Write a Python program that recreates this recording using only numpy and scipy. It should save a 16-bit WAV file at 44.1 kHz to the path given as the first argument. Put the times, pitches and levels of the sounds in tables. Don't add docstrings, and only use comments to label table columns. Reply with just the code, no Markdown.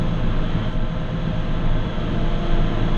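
import sys
import numpy as np
from scipy import signal
from scipy.fft import rfft, irfft
from scipy.io import wavfile

SR = 44100
rng = np.random.default_rng(int(sys.argv[2]) if len(sys.argv) > 2 else 0)


def unload_wav(signal):
    wavfile.write(
        sys.argv[1],
        SR,
        np.round(np.clip(np.atleast_2d(signal).T, -1, 1) * 32767).astype(np.int16),
    )


N = 130977
T = np.arange(N) / SR

DISC_HZ, CYCLE_HZ = 57.0, 13.512
# (time [s], middle [relative dB], treble [relative dB])
CUT_LEVEL = [(0.0, -38.5, -45.5), (0.09, -39, -44.5), (0.29, -38, -46), (0.67, -38, -45),
             (0.74, -43, -46.5), (0.77, -41.5, -48.5), (1.43, -39.5, -45.5), (1.62, -38, -47),
             (1.89, -38, -46), (2.36, -37, -43.5), (2.39, -38, -43.5), (2.46, -36, -43),
             (2.66, -36.5, -44.5), (2.97, -36.5, -43.5)]


def amp(db):
    return 10 ** (np.asarray(db) / 20)


def unit(x):
    return x / np.sqrt(np.mean(x ** 2) + 1e-20)


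def curve(rows, axis=1):
    rows = np.array(rows)
    return np.interp(T, rows[:, 0], rows[:, axis])


def drift(rate_hz):
    f = np.fft.rfftfreq(N, 1 / SR)
    lowpass = (f > 0) / (1 + (f / rate_hz) ** 4)
    return unit(irfft(rfft(rng.standard_normal(N)) * lowpass, N))


def colour(x, points):
    hz, db = np.transpose(points)
    f = np.fft.rfftfreq(N, 1 / SR)
    gain = amp(np.interp(np.log(f + 1), np.log(hz), db))
    return unit(irfft(rfft(x) * gain, N))


def tone(turns, waver, rate_hz):
    angle = 2 * np.pi * (turns + rng.random())
    in_phase = (1 + waver * drift(rate_hz)) * np.cos(angle)
    quadrature = waver * drift(rate_hz) * np.sin(angle)
    return np.sqrt(2 / (1 + 2 * waver ** 2)) * (in_phase + quadrature)


def pulsed(turns, depth, decay):
    return (1 + depth * np.exp(-(turns % 1) / decay)) * rng.standard_normal(N)


def rumble(clock):
    # (time [s], level [relative dB])
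    shake_level = [(0, -31.5), (.18, -22), (.37, -17.5), (.62, -29.5), (.79, -18), (1.0, -30.5), (1.3, -31),
                   (1.48, -22.5), (1.72, -16.5), (1.9, -29), (2.0, -22), (2.4, -21.5), (2.6, -15),
                   (2.8, -24), (2.97, -16.5)]
    # (frequency [Hz], density [relative dB per Hz])
    rumble_spectrum = [(5, -38), (14, -18), (19, 3), (28, -14.5), (40, -7.5), (70, -18), (110, -38),
                       (250, -59), (800, -94)]
    shake_hz, shake_db, rumble_db = 23.4, -0.5, -28
    wobble = amp(shake_db + curve(shake_level)) * tone(shake_hz * clock, waver=0.074, rate_hz=2.7)
    return wobble + amp(rumble_db) * colour(rng.standard_normal(N), rumble_spectrum)


def ticks():
    # (time [s], level before the band filter [dB])
    clicks = [(.696, -46), (.729, -43), (.738, -45), (2.277, -51), (2.46, -50)]
    tick_s, tick_hz, tick_width_hz = 0.00026, 7400, 3500
    rustle_s, rustle_length_s, rustle_db = 0.74, 0.038, -69
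    bursts = sum(amp(db) * (T >= s) * np.exp(-abs(T - s) / tick_s) for s, db in clicks)
    grain = amp(rustle_db + 3.6 * drift(rate_hz=400))
    rustle = grain * np.exp(-((T - rustle_s) / rustle_length_s) ** 2)
    band = [tick_hz - tick_width_hz / 2, tick_hz + tick_width_hz / 2]
    housing = signal.butter(2, band, "band", fs=SR, output="sos")
    return signal.sosfilt(housing, (bursts + rustle) * rng.standard_normal(N))


def gears(clock, load):
    # (frequency at working speed [Hz], light grass [dB], heavy grass [dB])
    gear_tones = [(154.1, -38.5, -38), (207.6, -45.5, -46), (308.2, -50, -47), (513.6, -43.5, -48),
                  (862, -57, -54.5), (920, -57, -57), (1027, -50, -49), (1066, -56, -53.5),
                  (1251, -60, -54), (1334, -50.5, -47.5), (1540, -55.5, -55), (1568, -62, -56),
                  (1592, -55.5, -55)]
    # (frequency at working speed [Hz], level [relative dB], depth of throb [0-1])
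    whine_tones = [(3088, -5, .1), (3184, -.5, .1), (3388, -.5, .3)]
    # (time [s], two lower tones [relative dB], top tone [relative dB])
    whine_level = [(0, -62, -49), (.22, -63, -57), (.4, -54.5, -52), (.68, -47, -53), (.8, -59, -60),
                   (1.05, -62, -55), (1.35, -52, -54), (1.62, -66, -56), (1.8, -59, -46.5),
                   (2.0, -50, -50.5), (2.22, -54, -55), (2.44, -55, -47), (2.68, -48, -54),
                   (2.97, -66, -44.5)]
    whine_beat_hz = 6.4
    low = np.zeros(N)
    for hz, light, heavy in gear_tones:
        low += amp(light + (heavy - light) * load) * tone(hz * clock, waver=0.29, rate_hz=13)

    beat = np.cos(2 * np.pi * whine_beat_hz * clock)
    lower, top = curve(whine_level), curve(whine_level, axis=2)
    high = np.zeros(N)
    for (hz, db, depth), level in zip(whine_tones, [lower, lower, top]):
        high += amp(db + level) * (1 + depth * beat) * tone(hz * clock, waver=0.2, rate_hz=47)
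    return low + high


def clatter(clock):
    # (frequency [Hz], density [relative dB per Hz])
    clatter_spectrum = [(200, -28), (500, 5), (900, 2), (1300, -6), (2000, -2.5), (2400, -12), (3100, -6),
                        (3900, -12.5), (4600, -30), (7000, -63.5)]
    clatter_db = -0.84
    size = round(SR / CYCLE_HZ)
    place = (CYCLE_HZ * clock % 1) * size
    shares = np.array([drift(rate_hz=0.89) for _ in range(4)])
    shares = shares / np.linalg.norm(shares, axis=0)
    rattle = sum(share * np.interp(place, np.arange(size), rng.standard_normal(size)) for share in shares)
    return amp(clatter_db + curve(CUT_LEVEL)) * colour(rattle, clatter_spectrum)


def engine(clock, load):
    # (multiple, light grass [relative dB], heavy grass [relative dB])
    engine_orders = [(2, -45, -33), (3, -56, -47.5), (4, -48, -38.5), (7, -46.5, -50), (8, -32, -32.5),
                     (9, -37.5, -43), (10, -46.5, -48), (11, -42.5, -43.5), (12, -31, -36),
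                     (13, -49, -44.5), (14, -40.5, -38), (16, -43, -42), (17, -45.5, -46), (20, -46.5, -45),
                     (24, -51.5, -49), (27, -61, -56), (28, -57, -56), (31, -59.5, -51.5), (32, -57.5, -49),
                     (34, -53, -47.5), (35, -45.5, -45.5), (45, -52.5, -46.5), (48, -56.5, -55)]
    # (frequency [Hz], density [relative dB per Hz])
    boom_spectrum = [(30, -10.5), (55, -6.5), (80, -6.5), (115, 1), (138, -4.5), (165, 0.5), (220, -2),
                     (260, -7.5), (330, -7), (400, -14.5), (700, -47), (2000, -83.5)]
    # (time [s], level [relative dB])
    boom_level = [(0.0, -24), (0.52, -27.5), (0.56, -23), (0.63, -28), (0.85, -28), (0.88, -35.5),
                  (0.93, -28.5), (1.34, -26), (1.36, -29.5), (1.72, -25.5), (1.87, -26.5), (1.89, -25),
                  (1.94, -32), (2.04, -24), (2.48, -28), (2.84, -21.5), (2.89, -25.5), (2.97, -26)]
    cylinders, boom_db = 4, -3.5
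    effort = curve(boom_level)
    orders = np.zeros(N)
    for k, light, heavy in engine_orders:
        orders += amp(light + (heavy - light) * load) * tone(k * CYCLE_HZ * clock, waver=0.19, rate_hz=3.3)
    puffs = colour(pulsed(cylinders * CYCLE_HZ * clock, depth=1.0, decay=0.11), boom_spectrum)
    return orders * amp(effort - effort.mean()) + amp(boom_db + effort) * puffs


def discs(clock, load):
    # (multiple of the turning rate, light grass [dB], heavy grass [dB])
    disc_tones = [(2, -49.5, -50), (3, -45, -44), (4, -47, -46), (6, -55.5, -36), (11, -43.5, -45),
                  (12, -52, -39.5), (15, -56, -50.5)]
    shaft_per_cycle = 2 / 3
    flutter_hz, flutter_width_hz = 627, 28
    flutter_shaft, flutter_engine = 0.42, 0.65
    cycle = 2 * np.pi * CYCLE_HZ * clock
    beats = flutter_shaft * np.cos(shaft_per_cycle * cycle) + flutter_engine * np.cos(cycle)
    hum = np.zeros(N)
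    for k, light, heavy in disc_tones:
        hz = k * DISC_HZ
        flutter = 1 + beats * np.exp(-((hz - flutter_hz) / flutter_width_hz) ** 2)
        hum += amp(light + (heavy - light) * load) * flutter * tone(hz * clock, waver=0.31, rate_hz=15.0)
    return hum


def cutting(clock):
    # (frequency [Hz], density [relative dB per Hz])
    cut_spectrum = [(100, -11), (400, 2.5), (650, 1), (760, -2), (900, -1.5), (1250, 2), (1430, -2.5),
                    (1600, -1), (1900, -6.5), (2250, -12.5), (2700, -12), (3500, -35), (5000, -71.5)]
    # (frequency [Hz], density [relative dB per Hz])
    hiss_spectrum = [(1000, -40), (2200, -13), (2700, -12), (3100, -9.5), (3400, -11.5), (3600, -14),
                     (3950, -13), (4350, -22), (4800, -27), (5700, -30), (6150, -27), (6500, -23.5),
                     (6950, -35), (8300, -41), (10000, -51), (12000, -58.5)]
    cut_db, hiss_db = -0.37, -1
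    passes = pulsed(2 * DISC_HZ * clock, depth=0.21, decay=0.52)
    tear = colour(passes * amp(0.48 * drift(rate_hz=23)), cut_spectrum)
    hiss = colour(rng.standard_normal(N), hiss_spectrum)
    return amp(cut_db + curve(CUT_LEVEL)) * tear + amp(hiss_db + curve(CUT_LEVEL, axis=2)) * hiss


def scene():
    # (time [s], cutter disc turns per second [Hz])
    speed = [(0, 57.08), (.25, 57.11), (.42, 56.98), (.75, 57.07), (1.2, 57.14), (1.52, 57.12),
             (1.75, 56.96), (2.0, 56.82), (2.2, 56.8), (2.5, 56.94), (2.97, 56.95)]
    # (time [s], share [0-1])
    grass_load = [(0, 0), (1.5, 0.16), (1.8, 0.53), (1.92, 0.63), (2.35, 1), (2.65, 0.92), (2.97, 0.73)]
    clock = np.cumsum(curve(speed) / DISC_HZ) / SR
    load = curve(grass_load)
    tractor = rumble(clock) + gears(clock, load) + clatter(clock) + engine(clock, load)
    mower = ticks() + discs(clock, load) + cutting(clock)
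    return (tractor + mower)[None]


def record(dry):
    edge_hz = 11760
    lowpass = signal.firwin(511, edge_hz, window=("kaiser", 9), fs=SR)
    return signal.oaconvolve(dry, lowpass[None], "same")


dry = scene()
out = record(dry)
unload_wav(out)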